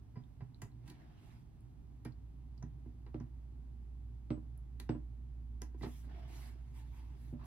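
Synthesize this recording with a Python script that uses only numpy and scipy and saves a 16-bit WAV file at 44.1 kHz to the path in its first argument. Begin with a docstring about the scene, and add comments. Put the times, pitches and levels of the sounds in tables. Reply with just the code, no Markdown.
"""Pressing glued paper onto a metal tray

A pointed craft tool and fingertips press small glued paper pieces onto a metal tray on a table.
Each press thumps the damped tray, the tip clacks, and the tacky paper snaps and ticks as it lets go.
Then the hands slide off, rub together and brush an apron. An appliance hums low in the small room."""
import sys
import numpy as np
from scipy import signal
from scipy.fft import rfft, irfft
from scipy.io import wavfile
from scipy.ndimage import uniform_filter1d

SR = 44100
rng = np.random.default_rng(int(sys.argv[2]) if len(sys.argv) > 2 else 0)


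def unload_wav(signal):
    """Save mono or channel-first audio to the path in sys.argv[1] as 16-bit WAV at rate SR, clipped to [-1, 1]."""
    wavfile.write(
        sys.argv[1],
        SR,
        np.round(np.clip(np.atleast_2d(signal).T, -1, 1) * 32767).astype(np.int16),
    )


N = 328967
TIME = np.arange(N) / SR

# Levels are relative: the functions add gains of their own.
# tone of the room's air: f/Hz, level/dB
AIR_TONE = [(15, -41.5), (25, -25.5), (41, -3.5), (64, -5.5), (78, -14), (87, -20.5), (120, -12.5),
            (190, -31.5), (236, -25.5), (363, -36), (516, -49.5), (796, -44.5), (1440, -56), (9840, -69.5),
            (16000, -76)]
# how the hum swells: t/s, level/dB
HUM_SWELL = [(0.1, -59.5), (1.24, -60), (2.4, -46.5), (5.49, -41.5), (7.4, -45)]
# the tones in the hum: multiple of the lowest pitch, level/dB
HUM_TONES = [(1, -1), (2, -18), (4, -28)]
# time the room's echo takes to fade by 60 dB: f/Hz, fade/s
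ROOM_FADE = [(100, 0.35), (400, 0.25), (1500, 0.26), (5000, 0.13), (14000, 0.16)]
# arms brushing the apron: t/s, length/s, level/dB
APRON_STROKES = [(0.802, 0.64, -67), (6.027, 0.65, -61), (6.914, 0.71, -73), (7.391, 1, -59)]
# tone of rustling cloth: f/Hz, level/dB
CLOTH_TONE = [(150, -9), (310, 11.5), (520, -19), (680, 2), (950, -8), (1400, -12), (1900, -11.5),
              (5000, -21), (8000, -35), (16000, -41)]
# skin sliding on paper, tray and skin: t/s, length/s, level/dB, brightness/(dB per octave)
RUB_STROKES = [(0.851, 0.084, -76.5, 4.5), (1.156, 0.3, -84, 3.5), (5.773, 0.32, -72.5, 8),
               (6.265, 0.28, -70.5, 5.5), (6.45, 1, -87, 3.5), (6.736, 0.1, -78, 6.5),
               (6.915, 0.13, -84.5, 5), (7.17, 0.19, -83, 11), (7.439, 0.12, -67.5, 11)]
# tone of sliding skin: f/Hz, level/dB
SKIN_TONE = [(200, -15), (500, 11), (850, 25.5), (1300, 13), (2000, 13.5), (3200, 7), (4800, 1.5),
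             (7500, -5), (11000, -9), (16000, -21)]
# hands scuffing tray and apron: t/s, length/s, level/dB, f/Hz, width as a frequency ratio
HAND_SCUFFS = [(5.821, 0.051, -59.5, 3800, 2.9), (6.155, 0.16, -66.5, 680, 1.35),
               (6.747, 0.14, -70, 890, 1.33), (6.91, 0.3, -73.5, 923, 1.57), (7.389, 0.21, -65, 997, 1.5)]
# tiny ticks of tacky glue: t/s, level/dB, f/Hz
GLUE_TICKS = [(0.237, -84, 3620), (0.544, -75, 4180), (0.716, -87, 4100), (1.606, -87, 10200),
              (2.049, -72, 11200), (2.121, -81.5, 4400), (2.577, -79, 4770), (2.626, -70.5, 6000),
              (3.064, -84, 4300), (3.2, -79.5, 5640), (4.576, -78, 10500)]
# paper snapping free of the glue: t/s, level/dB, f/Hz of its ring
PAPER_SNAPS = [(0.617, -64, 6950), (0.877, -73.5, 4460), (0.898, -69.5, 4400), (2.048, -73, 5070),
               (4.798, -62.5, 4100), (5.617, -62, 5570)]
# tone of a snap: f/Hz, level/dB
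SNAP_TONE = [(300, -79), (1500, 7), (3000, 6.5), (4200, 2), (6300, 7), (8000, 0), (11000, 5), (13500, -5),
             (16000, -8)]
# the tray's natural tones (modes) as it lies on the table: f/Hz, level/dB, 60 dB fade/s
TRAY_MODES = [(121, 4.5, 0.13), (148.1, -5, 0.29), (241.9, 2.5, 0.14), (303, -0.5, 0.16),
              (340.6, 6.5, 0.04), (420, 0.5, 0.016), (507, -2, 0.061), (588.6, -10, 0.21),
              (707, -0.5, 0.12), (785, -0.5, 0.076), (997.5, 0, 0.11), (1363, -8.5, 0.058),
              (1619, -5.5, 0.071), (1862, -9, 0.13), (1991, 6, 0.041), (2343, -5.5, 0.1),
              (2610, -14.5, 0.17), (4910, 5.5, 0.13)]
# tone of the tip's clack: f/Hz, level/dB
CLACK_TONE = [(150, -12), (400, 9.5), (570, -6.5), (750, 0), (1000, -2.5), (1600, -12.5), (2000, -14),
              (2700, -17.5), (5500, -29.5), (7500, -47.5), (16000, -61)]
# presses: t/s, thump level/dB, push f/Hz (low = soft), clack level/dB, drag/s, ring level/dB, ring f/Hz
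TRAY_PRESSES = [(0.155, -46, 140.5, -59, 0.017, -65, 1170), (0.405, -46, 134.8, -59, 0.003, -68.5, 1350),
                (0.617, -48, 144.7, -54, 0.0027, -61.5, 1450), (0.878, -61, 210, -76, 0.0035, -72.5, 1500),
                (0.901, -56, 207, -69.5, 0.013, -71, 1620), (2.050, -44.5, 188, -49.5, 0.005, -68, 1880),
                (2.624, -45, 158, -58.5, 0.0026, -68.5, 1040), (2.858, -55.5, 249, -72, 0.0029, -79, 740),
                (3.063, -65, 246, -62.5, 0.004, -75.5, 1290), (3.143, -42.5, 313, -53.5, 0.0021, -76, 990),
                (3.199, -45, 192, -60.5, 0.0079, -71, 1070), (4.304, -35.5, 347, -46, 0.0013, -65, 905),
                (4.37, -49.5, 259, -71, 0.0025, -76, 885), (4.798, -58, 201, -59, 0.0023, -66, 1700),
                (4.892, -35, 341, -45, 0.0013, -65, 834), (4.947, -45, 289, -65.5, 0.0034, -67.5, 880),
                (5.617, -54.5, 262, -54.5, .003, -62.5, 1250), (5.744, -57, 310, -68, 0.00147, -73, 915),
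                (5.809, -50, 225, -57.5, 0.007, -67, 2000), (5.829, -47, 188, -44, 0.011, -58.5, 1530),
                (5.858, -44.5, 199.5, -51.5, 0.0051, -65, 670),
                (7.326, -49.5, 195.3, -68, 0.011, -46.5, 234)]
# how alike noise is at the two microphones: f/Hz, likeness (1 = the same)
STEREO_LIKENESS = [(60, 0.81), (200, 0.84), (500, 0.056), (1500, 0.068), (4000, 0.33), (10000, 1)]
# how far the left microphone's wave runs ahead: f/Hz, phase/rad
LEFT_LEAD = [(0, -1), (300, 0.48), (1000, -1), (2600, -0.9), (4200, -2), (6700, -2.5), (9000, -1.85),
             (12000, 0), (16000, -1.7)]
# how much louder the right microphone is: f/Hz, level/dB
RIGHT_BOOST = [(100, 3.4), (1000, 2.4), (4000, 2.0), (12000, 0.3)]
# bass cuts for the air and for the echo: f/Hz, level/dB
AIR_CUT = [(25, -14), (58, -12), (95, 0.038)]
ECHO_CUT = [(400, -5), (1200, 0.015)]


def amp(db):
    """Turns decibels into a gain."""
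    return 10 ** (np.asarray(db) / 20)


def unit(x):
    """Scales a signal to an average (rms) level of 1."""
    return x / np.sqrt(np.mean(x ** 2) + 1e-30)


def read(points, hz):
    """Looks up a table between its rows, on a scale of pitch."""
    f, value = np.transpose(points)
    return np.interp(np.log(hz + 1), np.log(f + 1), value)


def add(mix, start, sound):
    """Mixes a sound in at a start time in seconds."""
    part = mix[..., max(round(start * SR), 0):][..., :sound.shape[-1]]
    part += sound[..., :part.shape[-1]]


def sized(x, db):
    """Gives a short sound the energy of 40 ms at this level."""
    return amp(db) * x / np.sqrt(np.mean(np.sum(x ** 2, -1)) / (.04 * SR) + 1e-30)


def colour(x, tone, size=2048):
    """Shapes a sound's tone with a filter that never rings early, so hits stay sharp."""
    log_gain = np.log(amp(read(tone, abs(np.fft.fftfreq(size, 1 / SR)))))
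    taps = np.fft.ifft(np.exp(np.conj(signal.hilbert(log_gain)))).real
    return signal.fftconvolve(x, taps[None, :size // 2], axes=1)


def peak(hz, width):
    """A tone shape with one peak, 22 dB down at hz / width and hz * width."""
    return [(hz / 8, -60), (hz / width, -22), (hz, 0), (hz * width, -22), (hz * 3, -44)]


def noise(tone, size=512):
    """Shaped noise split into frequency bands over time, partly alike on left and right."""
    hz, t, (left, other) = signal.stft(rng.standard_normal((2, N)), SR, nperseg=size)
    same = np.clip(read(STEREO_LIKENESS, hz), -1, 1)[:, None]
    right = same * left + np.sqrt(1 - same ** 2) * other
    return hz, t, np.array([left, right]) * amp(read(tone, hz))[:, None]


def wave(bands):
    """Joins frequency bands back into sound."""
    return signal.istft(bands, SR)[1][:, :N]


def air(level_db=-65):
    """Steady room rumble and faint hiss; the level is that of the part above 150 Hz."""
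    hz, _, bands = noise(AIR_TONE, size=4096)
    gain = amp(level_db) / wave(bands * (hz > 150)[:, None]).std()
    return gain * wave(bands * amp(read(AIR_CUT, hz))[:, None])


def hum(hz=58.94, gain_db=-3.5, drift_rad=0.38):
    """A motor's low tone and overtones, each wavering a little."""
    knots = np.arange(0, TIME[-1] + 1, 0.1)
    tones = 0
    for multiple, db in HUM_TONES:
        waver = drift_rad * np.interp(TIME, knots, rng.standard_normal(len(knots)))
        tones = tones + amp(db) * np.sin(multiple * (2 * np.pi * hz * TIME + waver))
    return np.sqrt(2) * tones * amp(gain_db + np.interp(TIME, *np.transpose(HUM_SWELL)))


def room_echo(x, gap_s=0.0015):
    """Sound bounces around a small furnished room, each band fading at its own speed."""
    size = SR // 2
    bounces = rng.choice([-1., 1.], (2, size)) * (rng.random((2, size)) < 0.1)
    hz, t, bands = signal.stft(bounces * (np.arange(size) > gap_s * SR), SR, nperseg=256)
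    fade_db = 60 * t / read(ROOM_FADE, hz)[:, None]
    tail = wave(bands * amp(read(ECHO_CUT, hz)[:, None] - fade_db))
    return signal.fftconvolve(x, tail / np.linalg.norm(tail[0]), axes=1)[:, :N]


def stroke(start, length, skew):
    """A hand speeds up and slows to rest: one arch of loudness, peaking early if skew is under 1."""
    progress = np.clip((TIME - start) / length, 0, 1)
    return abs(np.sin(np.pi * progress ** skew))


def grain(depth_db, size=90, samples=N):
    """Rubbing surfaces catch and slip, so the level flickers."""
    return unit(amp(depth_db * unit(uniform_filter1d(rng.standard_normal(samples), size))))


def patchy(bands, depth_db=2.5):
    """The tone shifts as different patches of skin and cloth touch."""
    patches = uniform_filter1d(rng.standard_normal(bands.shape[1:]), size=7, axis=0)
    patches = uniform_filter1d(patches, size=7, axis=1)
    return bands * amp(depth_db * unit(patches))


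def apron():
    """Cloth gives a dull rustle as the arms move over it."""
    moves = sum(amp(db) * stroke(start, length, skew=0.62) for start, length, db in APRON_STROKES)
    _, _, bands = noise(CLOTH_TONE)
    return unit(wave(patchy(bands))) * moves * grain(depth_db=2.0, size=400)


def rubs(gain_db=0.5):
    """Sliding skin makes a dry hiss; each stroke has its own brightness."""
    hz, t, bands = noise(SKIN_TONE)
    octaves = np.log2(np.maximum(hz, 600) / 10000)[:, None]
    treble_level = wave(bands * (hz > 6500)[:, None]).std()
    strokes = sum(amp(db + octaves * bright) * np.interp(t, TIME, stroke(start, length, skew=0.88))
                  for start, length, db, bright in RUB_STROKES)
    return amp(gain_db) * wave(patchy(bands) * strokes) / treble_level * grain(depth_db=0.5)


def scuffs():
    """A hand grips and slips in quick catches, stirring one pitch of the thing it rubs."""
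    out = np.zeros((2, N))
    for start, length, db, hz, width in HAND_SCUFFS:
        slips = (rng.standard_normal(N) + rng.standard_normal((2, N))) * grain(depth_db=2.0)
        scuff = unit(colour(slips, peak(hz, width))[:, :N])
        out += amp(db) * scuff * stroke(start, length, skew=0.38)
    return out


def burst(drag_s, linger_db, linger_s, click=3.25, size=4096):
    """A click inside a gritty crack while the contact drags, then a weaker scatter off tray and table."""
    t = np.arange(size) / SR
    shared, left, right = rng.standard_normal((3, size))
    grit = grain(depth_db=2.5, size=40, samples=size)
    crack = (shared + 1.1 * np.array([left, right])) * grit * np.exp(-t / drag_s)
    scatter = (shared + rng.standard_normal((2, size))) * amp(linger_db) * np.exp(-t / linger_s)
    out = (crack + scatter) * (1 - np.exp(-t / (0.59 * drag_s)))
    out[:, round(drag_s * SR) % size] += click
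    return out


def ticks():
    """Small threads of glue part, each with a short pitched tick."""
    out = np.zeros((2, N))
    for start, db, hz in GLUE_TICKS:
        crack = burst(drag_s=0.00139, linger_db=-17, linger_s=0.011)
        add(out, start, sized(colour(crack, peak(hz, width=1.26)), db))
    return out


def snaps(ring_db=-3):
    """Tacky paper lets go with a bright snap; each piece rings briefly at its own pitch."""
    out = np.zeros((2, N))
    for start, db, hz in PAPER_SNAPS:
        crack = burst(drag_s=0.003, linger_db=-19.5, linger_s=0.028)
        snap = sized(colour(crack, SNAP_TONE), db)
        ring = sized(colour(crack, peak(hz, width=1.53)), db + ring_db)
        add(out, start, snap + ring)
    return out


def tray(force, weight_db=0, spot_db=2.5, left_lag_s=0.00028):
    """A force rings the tray's modes; each struck spot shifts their levels and tuning a little."""
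    t = np.maximum(np.arange(SR // 3) / SR - np.array([[left_lag_s], [0]]), 0)
    signs = (-1) ** (np.arange(len(TRAY_MODES)) // 2)  # pairs of modes swing opposite ways
    gains = amp(weight_db + spot_db * rng.standard_normal(len(TRAY_MODES))) * signs
    tuning = rng.uniform(.992, 1.008)
    ring = sum(gain * amp(db - 60 * t / fade_s) * np.sin(2 * np.pi * hz * tuning * t)
               for (hz, db, fade_s), gain in zip(TRAY_MODES, gains))
    return signal.fftconvolve(ring, force, axes=1)


def tray_ring(ring_hz, drag_s, db_per_octave=13):
    """The tray's ring builds while the tip drags, strongest in the modes near ring_hz."""
    octaves_away = abs(np.log2(np.transpose(TRAY_MODES)[0] / ring_hz))
    ring = tray(np.ones((1, 1)), -db_per_octave * octaves_away, left_lag_s=.00002)
    return ring * (1 - np.exp(-np.arange(ring.shape[1]) / (SR * drag_s)))


def tip_ping(thump_db, hz=7930, fade_s=0.14, level_db=-76, hard_db=-36):
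    """The steel point pings, loud enough to hear only under the hardest blows."""
    t = np.arange(SR // 4) / SR
    ping = np.sin(2 * np.pi * hz * t) * amp(-60 * t / fade_s) * (1 - np.exp(-t / 0.016))
    return sized(ping, level_db + 4 * min(thump_db - hard_db, 0))


def tip_clack(clack_db, drag_s, softness, hard_db=-54, dull_db=2, rattle_db=17.5):
    """The tip hits the tray: a hard touch is brighter, a soft one is duller and rattles on."""
    crack = burst(drag_s, linger_db=-15 + rattle_db * (softness - 0.5), linger_s=0.021)
    hz, db = np.transpose(CLACK_TONE)
    hardness_db = clack_db - dull_db * (softness - 1) - hard_db
    treble_share = read([(2000, 0.22), (5000, 0.98)], hz)
    tone = np.transpose([hz, db + 0.53 * hardness_db * treble_share])
    return sized(colour(crack, tone), clack_db - 4.5)


def push(t, hz):
    """One push and release, centred on t = 0; a lower hz makes it slower."""
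    spread = (np.pi * hz * t) ** 2
    return (1 - 2 * spread) * np.exp(-spread)


def thump(push_hz, heel_hz=128, heel_db=-17, heel_delay_s=0.0075):
    """The hand's weight pushes the tray 20 ms in; the heel of the hand follows, slower and lower."""
    t = np.arange(-SR // 50, SR // 25) / SR
    force = push(t, push_hz) + amp(heel_db) * push(t - heel_delay_s, heel_hz)
    return tray(force[None])


def presses(firm_hz=200.2, firm_delay_s=0.00714):
    """The tip clacks, the tray rings and the hand's weight follows, lower and later if it is soft."""
    out = np.zeros((2, N))
    for start, thump_db, push_hz, clack_db, drag_s, ring_db, ring_hz in TRAY_PRESSES:
        softness = firm_hz / push_hz
        landing = start + firm_delay_s * softness ** 2.266
        add(out, landing - 0.02, sized(thump(push_hz), thump_db))
        add(out, start, tip_clack(clack_db, drag_s, softness))
        add(out, start, sized(tray_ring(ring_hz, drag_s), ring_db))
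        add(out, start, tip_ping(thump_db))
    return out


def scene(echo_db=-9):
    """The work of the hands and its echo, over the hum and the room's air."""
    work = presses() + snaps() + ticks() + rubs() + scuffs() + apron()
    return work + amp(echo_db) * room_echo(work) + hum() + air()


def record(dry, top_hz=16150):
    """Two microphones differ in phase and the right is louder in the lows; the top treble is cut."""
    hz = np.fft.rfftfreq(N, 1 / SR)
    boost_db = read(RIGHT_BOOST, hz)
    balance = amp(np.array([-boost_db, boost_db]) / 2)
    phase = np.exp(.5j * np.outer([1, -1], read(LEFT_LEAD, hz)))
    heard = irfft(rfft(dry) * balance * phase, N)
    treble_cut = signal.firwin(511, top_hz, window=("kaiser", 9), fs=SR)
    return signal.oaconvolve(heard, treble_cut[None], "same")


dry = scene()
out = record(dry)
unload_wav(out)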